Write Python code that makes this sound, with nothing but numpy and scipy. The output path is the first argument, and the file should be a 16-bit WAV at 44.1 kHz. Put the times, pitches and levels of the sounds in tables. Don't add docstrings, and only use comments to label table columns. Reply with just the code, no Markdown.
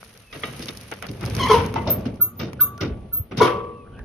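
import sys
import numpy as np
from scipy import signal
from scipy.fft import rfft, irfft, next_fast_len
from scipy.io import wavfile
from scipy.ndimage import map_coordinates

SR = 44100
rng = np.random.default_rng(int(sys.argv[2]) if len(sys.argv) > 2 else 0)


def pcm_store(signal):
    levels = np.round(np.clip(np.atleast_2d(signal), -1, 1) * 32767)
    wavfile.write(sys.argv[1], SR, levels.astype(np.int16).T)


N = 178252
T = np.arange(N) / SR

# t/s, effort/dB
EFFORT = [(0, -54), (.3, -59), (.35, -46.5), (.6, -42.5), (.84, -47), (1.03, -44), (1.42, -26), (1.6, -31),
          (1.97, -28), (2.33, -44.5), (2.5, -41.5), (2.95, -39.5), (3.27, -46.5), (3.56, -37),
          (3.82, -47.5), (4.04, -42)]
# t/s, level/dB
FACING = [(0, 4.5), (.95, 0.5), (1.18, -8), (1.53, -5), (1.75, -15), (2.3, -18), (4.04, -21.5)]
# f/Hz, side level/dB
WIDTH = [(60, -13), (150, -27.5), (300, -13), (700, -1.5), (1300, -6), (2500, -2), (6000, -0.5),
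         (12000, -2.5)]
# f/Hz, relative level/dB
SIZZLE = [(3000, -9.5), (6000, -10), (9000, -11), (11500, -7), (12800, -16.5), (13600, -41.5),
          (15600, -21.5), (16400, -53)]
# f/Hz, relative level/dB
BODY = [(30, -62.5), (150, -20.5), (420, 1), (720, -3), (1000, -7), (1350, -2), (1750, -9.5), (2200, -7.5),
        (3200, -13.5), (7000, -48)]
# f/Hz, relative level/dB
JINGLE = [(900, -43.5), (2100, -0.5), (3000, 1), (4300, 1), (5700, -1.5), (9000, -24.5), (12000, -26),
          (13500, -37.5), (16000, -52)]
CONTACT_S = .0015


def amp(db):
    return 10 ** (np.asarray(db) / 20)


def unit(x):
    return x / np.sqrt(np.mean(x ** 2) + 1e-20)


def along(points, hz):
    f, v = np.transpose(points)
    return np.interp(np.log(hz + 1), np.log(f + 1), v)


def curves(rows):
    s, *cols = np.transpose(rows)
    return [np.interp(T, s, c) for c in cols]


def wobble(rate, size=N):
    knots = rng.standard_normal(int(size * rate / SR) + 4)
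    return map_coordinates(knots, [np.arange(size) * rate / SR])


def filtered(x, response):
    m = next_fast_len(N + SR // 4)
    return irfft(rfft(x, m) * response(np.fft.rfftfreq(m, 1 / SR)), m)[..., :N]


def add(track, s, sound):
    start = max(round(s * SR), 0)
    track[..., start:start + sound.shape[-1]] += sound[..., :N - start]


def mid_side_gain(hz):
    return np.array([np.ones_like(hz), amp(along(WIDTH, hz))])


def spread(pair, spectrum):
    mid, side = filtered(pair, lambda hz: amp(along(spectrum, hz)) * mid_side_gain(hz))
    return unit(np.array([mid + side, mid - side]))


def noise(spectrum):
    return spread(rng.standard_normal((2, N)), spectrum)


def grains(spectrum, rate, scatter_db, life_s):
    size = amp(scatter_db * np.minimum(rng.exponential(size=N), 4))
    contacts = (rng.random(N) < rate / SR) * size
    life = np.exp(-np.arange(SR // 100) / SR / life_s)
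    power = np.abs(signal.fftconvolve(contacts ** 2, life)[:N])
    return spread(np.sqrt(power) * rng.standard_normal((2, N)), spectrum)


def strike(t, rise, t60):
    return (1 - np.exp(-t / rise)) * amp(-60 * t / t60)


def shaking():
    # f/Hz, relative level/dB
    rumble_spectrum = [(20, -33), (40, -30), (60, -2), (80, -2), (115, 3.5), (160, -4.5), (205, -1),
                       (260, -5), (305, -12.5), (350, -9), (480, -13.5), (620, -17.5), (900, -22),
                       (2000, -66)]
    rattle_spectrum = [(200, -58), (450, 13), (800, -0.5), (1200, 4.5), (1700, 2), (2500, 3.5), (4000, -6),
                       (6300, -11), (9000, -25.5), (13000, -32)]
    rumble_db, rattle_db, sizzle_db = 1, -2.5, -5.5
    sizzle_shading = 1.54
    effort_db, = curves(EFFORT)
    facing_db, = curves(FACING)
    jolt = wobble(29.9)
    rumble = amp(effort_db + rumble_db + 1.8 * jolt) * noise(rumble_spectrum)
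    rattle = amp(effort_db + rattle_db + facing_db + 1.3 * jolt) * grains(
        rattle_spectrum, rate=1800, scatter_db=4.5, life_s=0.0029)
    sizzle = amp(effort_db + sizzle_db + sizzle_shading * facing_db) * grains(
        SIZZLE, rate=770, scatter_db=4.0, life_s=0.0036)
    return rumble + rattle + sizzle


def background():
    # t/s, relative level/dB
    wind_level = [(0.0, -62), (1.28, -50), (1.57, -52), (1.62, -54), (1.97, -40.5), (2.01, -51.5),
                  (2.8, -58.5), (2.9, -30.5), (3.09, -48), (3.23, -30.5), (3.27, -51.5), (3.66, -47.5),
                  (3.72, -57), (4.04, -31)]
    # f/Hz, relative level/dB
    wind_spectrum = [(15, -8.5), (40, -1), (65, 7), (150, -39.5), (400, -90)]
    hiss_spectrum = [(3000, 3), (6500, -14.5), (9000, -6.5), (10000, 1), (11500, -30.5), (13000, -26)]
    wind_db, gust_db, hiss_db = -2.5, 4, -64.5
    wind = amp(curves(wind_level)[0] + wind_db + gust_db * wobble(6)) * noise(wind_spectrum)
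    return wind + amp(hiss_db) * noise(hiss_spectrum)


def ticks():
    # t/s, relative level/dB, low clack relative to the snap/dB
    snap_rows = [(0.0295, -39.5, 13.5), (0.047, -32, -25), (0.055, -39, -15), (0.175, -30.5, -24),
                 (0.5943, -22, -16), (0.658, -22, -18), (0.6858, -26, -7), (0.7726, -19.5, -16),
                 (0.8115, -24, -10), (0.915, -20.5, -5.5), (0.9384, -25, -17), (0.9882, -35, -12),
                 (1.0246, -18.5, 2), (1.0671, -22.5, 1), (1.114, -25.5, -15), (1.21, -26, -16),
                 (1.2526, -19, -17), (1.261, -17.5, -15), (1.2994, -20, -9.5), (1.3507, -15.5, -24),
                 (1.366, -18, 1), (1.662, -20, -19), (1.741, -23, 9), (1.905, -24.5, -20),
                 (2.0563, -33.5, 4), (2.143, -52, 0.5), (2.532, -27.5, 6.5), (2.7781, -30.5, 5.5),
                 (3.164, -38.5, -15), (3.3703, -27, -1), (3.380, -20, -2), (3.9915, -42.5, 14.5)]
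    rise_s, t60_s, tail_db, tail_t60_s = .0002, .009, -13, .035
    stray_per_s, stray_db, stray_scatter_db = 33, -5, 3.5
    snaps, clacks, t = np.zeros(N), np.zeros(N), np.arange(SR // 8) / SR
    shape = strike(t, rise_s, t60_s) + amp(tail_db) * strike(t, rise_s, tail_t60_s)
    for s, db, clack_db in snap_rows:
        add(snaps, s, amp(db - 8.5) * shape)
        add(clacks, s, amp(db - 7.0 + clack_db) * shape)
    level_db = curves(EFFORT)[0] + curves(FACING)[0] + stray_db
    level_db = level_db + stray_scatter_db * rng.standard_normal(N)
    strays = signal.fftconvolve((rng.random(N) < stray_per_s / SR) * amp(level_db), shape)[:N]
    # f/Hz, relative level/dB
    bright = [(1200, -10), (2600, -1.5), (5000, 14.0), (9500, 5.5), (12500, 8.5), (16000, -13.5)]
    return (snaps + strays) * noise(bright) + clacks * noise(BODY)


def bird():
    # t/s, start f/Hz, level/dB, length/s
    whistles = [(0.215, 2680, -54, 0.18), (3.689, 2780, -58.5, 0.2)]
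    sag_hz_per_s2 = 14000
    out = np.zeros(N)
    for s, hz, db, length_s in whistles:
        t = np.arange(int(length_s * SR)) / SR
        phase = 2 * np.pi * np.cumsum(hz - sag_hz_per_s2 * t ** 2) / SR
        swell = amp(db + 3.3 * wobble(160, size=len(t))) * np.sin(np.pi * t / length_s) ** 2
        add(out, s, swell * np.sin(phase))
    return out


def resonant(x, resonances):
    def response(f):
        return 1 + sum(amp(db) * 1j * f * width / (hz * hz - f * f + 1j * f * width)
                       for hz, width, db in resonances)
    return unit(filtered(x, response))


def knocks():
    # t/s, frame blow/dB, wire jingle/dB, low thud/dB, body t60/s
    slaps = [(0.325, -31, -39.5, -34, 0.27), (0.431, -26, -41.5, -34, 0.42), (0.593, -53, -33, -17, 0.031),
             (0.618, -50, -30, -34.5, 0.19), (0.683, -27.5, -24, -27, 0.088),
             (0.914, -16.5, -50, -40, 0.095), (0.925, -28, -55, -50, 0.04), (1.023, -24, -55, -50, 0.18),
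             (1.084, -47, -35, -23.5, 0.13), (1.208, -28, -35, -30, 0.1), (1.225, -25, -44, -29.5, 0.23),
             (1.495, -20.5, -30.5, -35.5, 0.7), (1.527, -17.5, -28.5, -40, 0.19),
             (1.580, -26, -36, -23.5, 0.28), (1.755, -21, -37.5, -29, 0.18), (1.871, -28, -30, -23.5, 0.36),
             (2.053, -27.5, -34, -22.5, 0.17), (2.392, -27.5, -31, -23.5, 0.42),
             (2.604, -34.5, -29, -38.5, 0.078), (2.806, -23.5, -28.5, -18.5, 0.32),
             (3.309, -31, -52, -29.5, 0.3), (3.372, -23.5, -21, -20.5, 0.15),
             (3.384, -22.5, -28, -19.5, 0.16), (3.412, -18, -30, -37, 0.52), (3.447, -26, -36, -49, 0.4)]
    # t/s, level/dB
    shivers = [(1.503, -24), (3.405, -26.5)]
    # f/Hz, relative level/dB
    thud_spectrum = [(20, -44), (40, -13.5), (85, 2), (120, 9.5), (160, 2.5), (205, 5), (300, 1),
                     (370, -0.5), (600, -9), (1000, -31.5), (3000, -77)]
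    # f/Hz, width/Hz, level/dB
    tube = [(1360, 45, 9), (2170, 45, 4.5), (2810, 33, 8), (3670, 40, 9.5), (4400, 60, -2.5),
            (5070, 110, 4.5), (5730, 36, 8)]
    body_db, clatter_db = -5.5, 1.0
    contacts_per_s, contact_scatter_db = 800, 3
    thud, body, jingle, shiver = np.zeros((4, N))
    t = np.arange(SR * 3 // 4) / SR
    for s, blow_db, jingle_db, thud_db, t60 in slaps:
        add(thud, s, amp(thud_db) * strike(t, 0.011, 1.57 * t60))
        add(body, s, amp(blow_db + body_db) * strike(t, 0.0047, t60))
        add(jingle, s, amp(jingle_db) * strike(t, 0.0032, 0.54 * t60))
    for s, db in shivers:
        add(shiver, s, amp(db) * strike(t, rise=0.019, t60=0.26))
    clatter = amp(clatter_db * wobble(110))
    wires = resonant(grains(JINGLE, contacts_per_s, contact_scatter_db, CONTACT_S), tube)
    frame = grains(BODY, contacts_per_s, contact_scatter_db, life_s=0.0045)
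    struck = clatter * (body * frame + jingle * wires)
    return thud * noise(thud_spectrum) + struck + shiver * noise(SIZZLE)


def ringing(blows, modes):
    out, t = np.zeros((2, N)), np.arange(SR) / SR
    for s, db, rise in blows:
        for hz, level, t60 in modes:
            phase = 2 * np.pi * hz * t + 1.0 * wobble(35.8, size=SR)
            apart = rng.choice([-1, 1]) * np.arctan(amp(along(WIDTH, hz))) * np.array([[1], [-1]])
            gain = amp(db + level + rng.normal(0, 1))
            add(out, s, gain * strike(t, rise, t60) * np.sin(phase + apart))
    return out


def clanks():
    # f/Hz, level/dB, t60/s
    frame_modes = [(278.4, 0, 0.31), (351.3, 6.5, 0.41), (440, -4, 0.35), (478, -1, 1), (569, -2.5, 0.71),
                   (708, -2.5, .25), (759, -4.5, 0.53), (924, -11, 0.26), (960, 1, 0.54), (984, 8.5, 0.25),
                   (1025, 0, 0.63), (1139, 2, 0.87), (1173, -3, 0.73), (1443, 0, 0.27), (1590, -19.5, 0.34),
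                   (1926, -14.5, 0.4), (2195, -6, 0.24), (2680, -15.5, 0.5), (3176, -18, .33),
                   (3560, -11, 0.26)]
    bar_modes = [(691, -4, 0.12), (875, 2.5, 0.1), (919, 0.5, .2), (1060, -2, 0.045), (1280, -12, 0.11),
                 (2030, -14.5, 0.27), (2020, -21, 0.17), (2660, -14, 0.079), (2960, -17.5, 0.088)]
    wire_modes = [(1225, 2, 0.099), (1580, -2.5, 0.043), (1910, -6.5, 0.23), (2065, 14.5, 0.018),
                  (2290, -3.5, 0.15), (2730, -6.5, 0.18), (3010, -7.5, 0.27), (3310, 12, 0.018),
                  (3460, -4.5, 0.03), (3770, -11.5, 0.28)]
    # t/s, level/dB, rise/s
    frame_blows = [(1.511, -50, 0.009), (1.761, -40.5, 0.0011), (1.873, -45, 0.0014),
                   (3.405, -19.5, 0.0047)]
    bar_blows = [(1.7595, -21, .0012), (1.779, -26, 0.0026), (1.866, -29, 0.00066)]
    wire_plucks = [(0.327, -37.5, 0.0025), (0.435, -28.5, 0.00066), (0.685, -43, 0.00018),
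                   (0.917, -70, 0.00089), (2.397, -32, 0.0064), (2.603, -44.5, 0.0023),
                   (2.811, -32.5, 0.0022), (3.422, -28.5, .003)]
    steel = ringing(frame_blows, frame_modes) + ringing(bar_blows, bar_modes)
    return steel * amp([[1.1], [-1.1]]) + ringing(wire_plucks, wire_modes)


def bumps():
    # t/s, mid f/Hz, level/dB, length/s
    footfalls = [(1.234, 124, -18.5, 0.045), (1.31, 110, -21.5, 0.039), (1.569, 91, -19, 0.056),
                 (1.925, 115, -30, 0.032), (2.048, 243, -20.5, 0.044), (2.887, 66.3, -25.5, 0.073),
                 (3.188, 96.5, -20.5, 0.039), (3.963, 59, -35, 0.096)]
    out = np.zeros(N)
    for s, hz, db, length_s in footfalls:
        u = np.linspace(0, 1, int(length_s * SR))
        phase = 2 * np.pi * np.cumsum(hz * (1 + 0.55 * (.5 - u))) / SR
        add(out, s, amp(db) * np.sin(np.pi * u) ** 2 * np.sin(phase))
    return out


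def mesh_ring(x):
    # f/Hz, t60/s
    mesh_t60 = [(200, 1), (1000, 0.43), (3000, 0.38), (7000, 0.23), (13000, 0.12)]
    hz, t, z = signal.stft(rng.standard_normal((2, SR // 2)), SR, nperseg=256)
    decay = amp(-60 * t / along(mesh_t60, hz)[:, None])
    mid, side = signal.istft(z * decay * mid_side_gain(hz)[..., None], SR, nperseg=256)[1]
    tail = np.array([mid + side, mid - side])
    return signal.fftconvolve(x[None], tail / np.linalg.norm(tail[0]), axes=1)[:, :N]


def rubbed(wave):
    # f/Hz, level/dB
    direct_path = [(1000, 0), (2500, -1), (6000, -4)]
    mesh_path = [(400, -7), (900, -9), (2000, -8), (3500, -9), (6000, -12)]
    direct = filtered(wave, lambda hz: amp(along(direct_path, hz)))
    washed = mesh_ring(filtered(wave, lambda hz: amp(along(mesh_path, hz))))
    return (direct + washed) * amp([[1], [-1]])


def slips():
    # t/s, start f/Hz, end f/Hz, arch as a share of the pitch, fundamental/dB, hold/s,
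    # second partial/dB, third partial/dB, fall per further partial/dB, roughness as a share of the pitch
    slip_rows = [(1.395, 1084, 1044, 0.016, -21, 0.018, -6.5, -1, 8, 0.03),
                 (1.416, 1042, 1002, -0.015, -24, 0.022, -1, 2.5, 8, 0.02),
                 (1.428, 1034, 1051, -0.02, -28, 0.01, -3, 4, 4.5, .03),
                 (1.444, 1025, 1091, 0.031, -17.5, 0.012, -6, -13, 6.5, 0.06),
                 (1.461, 1084, 1055, 0.013, -21.5, 0.015, -2, -10, 9, 0.11),
                 (1.48, 1071, 1077, 0.012, -21.5, 0.036, -3, -1, 7, 0.04),
                 (1.496, 449, 434, -0.0015, -13.5, 0.021, -7.5, -10.5, 13, 0.02),
                 (1.508, 1033, 1019, 0.0028, -7, 0.011, -17, -16.5, 5, .03),
                 (1.529, 1035, 966, 0.0092, -14, 0.014, -14, -11.5, 5.5, 0.03),
                 (1.536, 471, 469.5, -0.0037, -12.5, 0.012, -3.5, -21, -1.5, 0),
                 (1.562, 995, 992, 0.01, -20, 0.0099, -16, -11, 8, 0.08),
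                 (1.869, 601.5, 574, 0.0072, -24, 0.03, -15.5, -34.5, 17, 0.08),
                 (3.402, 935, 986, 0.015, -15.5, 0.019, -22, -25, 4, 0.02),
                 (3.411, 438, 458, -0.0028, -8.5, 0.01, -14.5, -12, 16, 0.04),
                 (3.406, 300, 322, -0.01, -20, 0.017, -4.5, -18, 10, 0.03),
                 (3.418, 1062, 1114, 0.0045, -23, 0.015, 2.5, -12, 1, 0.01),
                 (3.424, 1138, 1165, 0.012, -18.5, 0.011, -13, -5.5, 8.5, 0.05),
                 (3.444, 482, 497, 0.006, -13, 0.0079, -12, -25, 11, 0.09),
                 (3.451, 1122, 1051, 0.012, -20, 0.01, -15, -6, 9, 0)]
    # f/Hz, level/dB
    steel_colour = [(1500, -2.5), (2500, -8), (3200, -5), (4000, -6.5), (7000, 5.5)]
    rise_s, t60_s, flutter_db = .003, 0.07, 2.5
    bend, jitter_per_s, partial_count = .008, 260, 6
    scrape_db = -30
    (out, grit), t = np.zeros((2, N)), np.arange(SR // 4) / SR
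    for s, start_hz, end_hz, arch, db, hold, second_db, third_db, fall_db, rough in slip_rows:
        u = np.minimum(t / hold, 1)
        glide = (start_hz + (end_hz - start_hz) * u) * (1 + arch * np.sin(np.pi * u))
        jitter = rough * wobble(jitter_per_s, size=len(t)) + bend * wobble(65.0, size=len(t))
        phase = 2 * np.pi * np.cumsum(glide * (1 + jitter)) / SR
        upper = sum(amp(third_db - fall_db * (k - 3)) * np.sin(k * phase)
                    for k in range(3, partial_count + 1))
        wave = np.sin(phase) + amp(second_db) * np.sin(2 * phase) + upper
        swell = (1 - np.exp(-t / rise_s)) * amp(-60 * np.maximum(t - hold, 0) / t60_s)
        force = amp(db + flutter_db * wobble(136, size=len(t))) * swell
        add(out, s, force * np.sqrt(2) * wave)
        add(grit, s, force)
    tones = rubbed(filtered(out, lambda hz: amp(along(steel_colour, hz))))
    return tones + amp(scrape_db) * grit * grains(JINGLE, rate=360, scatter_db=3.5, life_s=CONTACT_S)


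def chirps():
    # t/s, start f/Hz, level/dB, rise/s, roughness (relative amplitude)
    chirp_rows = [(1.897, 13020, -8.5, 0.013, 0.58), (2.207, 13360, -2.5, 0.017, 0.13),
                  (2.36, 14000, -33, 0.031, 0.4), (2.602, 13350, -2, 0.018, 0.31),
                  (2.62, 12180, -33, 0.017, 1.1), (2.79, 14120, -42, 0.025, 0.4),
                  (3.123, 13350, -11.5, 0.019, 0.23), (3.165, 13440, -12.5, 0.0087, 0.25)]
    settle_s, t60_s = 0.06, 0.13
    out, t = np.zeros((2, N)), np.arange(SR // 3) / SR
    channels = np.exp(1j * np.array([[1.12], [-1.12]]))

    def flicker(rate):
        return np.array([wobble(rate, size=len(t)) + 1j * wobble(rate, size=len(t)) for _ in range(2)])

    for s, hz, db, rise, rough in chirp_rows:
        attack = np.sin(np.pi / 2 * np.minimum(t / rise, 1)) ** 2
        swell = attack * amp(-60 * np.maximum(t - rise, 0) / t60_s)
        phase = 2 * np.pi * np.cumsum(hz - 110 * np.minimum(t / 0.089, 1)) / SR
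        fast = amp(-2.5) * flicker(800) + amp(-9.5) * flicker(2000)
        scatter = flicker(280) + np.exp(-t / settle_s) * fast
        wave = (channels + rough * np.minimum(t / 0.033, 1) * scatter) * np.exp(1j * phase)
        add(out, s, amp(db) * swell * wave.real)
        octave = (flicker(277.5) * np.exp(1j * phase / 2)).real
        add(out, s + 0.029, amp(3.2 * db - 39.0) * np.sqrt(swell) * octave)
    return out


def squeaks():
    # t/s, start f/Hz, end f/Hz, level/dB, length/s, roughness as a share of the pitch
    squeak_rows = [(2.197, 1338, 1540, -32.5, 0.031, 0.02), (2.204, 1253, 1201, -30.5, 0.027, 0.02),
                   (2.592, 1396, 1536, -24, 0.022, 0.05), (2.607, 1225, 1204, -21.5, 0.02, 0.04),
                   (2.623, 1303, 1270, -34, 0.033, 0.08), (2.778, 1436, 1424, -35, 0.075, 0.03),
                   (3.113, 1432, 1220, -41.5, 0.061, 0.05), (3.917, 2930, 2840, -52.5, 0.078, 0.06),
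                   (3.845, 1277, 1326, -49.5, 0.042, 0.11), (3.914, 1440, 1560, -51, 0.063, 0.07),
                   (3.966, 1645, 1653, -43, 0.058, 0.09)]
    # f/Hz, level/dB
    squeak_colour = [(1600, -1), (2000, -5.5), (2450, 4.5), (3000, -9), (3570, 6), (4000, -4),
                     (6000, -12.5)]
    # f/Hz, level/dB, t60/s
    lone_tone = [(1150, 1.5, 1)]
    # t/s, level/dB, rise/s
    tone_starts = [(2.215, -50, .006), (2.613, -33.5, .006)]
    rasp_db = 3
    out = np.zeros(N)
    for s, start_hz, end_hz, db, length_s, rough in squeak_rows:
        u = np.linspace(0, 1, int(length_s * SR))
        jitter = 1 + rough * wobble(600, size=len(u))
        phase = 2 * np.pi * np.cumsum((start_hz + (end_hz - start_hz) * u) * jitter) / SR
        rasp = sum(amp(rasp_db) * wobble(700, size=len(u)) * np.sin(k * phase) for k in (2, 3))
        swell = amp(db + 1.3 * wobble(130, size=len(u))) * np.sin(np.pi * u)
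        add(out, s, swell * (np.sin(phase) + swell * rasp))
    out = filtered(out, lambda hz: amp(along(squeak_colour, hz)))
    return out + amp(-7.5) * mesh_ring(out) + ringing(tone_starts, lone_tone)


def scene():
    gate = shaking() + ticks() + knocks() + clanks() + slips()
    whines = chirps() + squeaks()
    return gate + whines + bumps() + bird() + background()


def record(dry):
    # f/Hz, level/dB
    response = [(20, -8), (40, 2), (100, -.5), (6300, -0.5), (6800, -6.5), (7250, -17.5), (7900, -18.5),
                (8500, -4), (9100, 2.5), (13900, -4.5), (14800, -5)]
    top_hz = 16400
    coloured = filtered(dry, lambda hz: amp(along(response, hz)))
    rounded = coloured / (1 + np.abs(coloured / .93) ** 6) ** (1 / 6)
    return filtered(rounded, lambda hz: hz < top_hz)


dry = scene()
out = record(dry)
pcm_store(out)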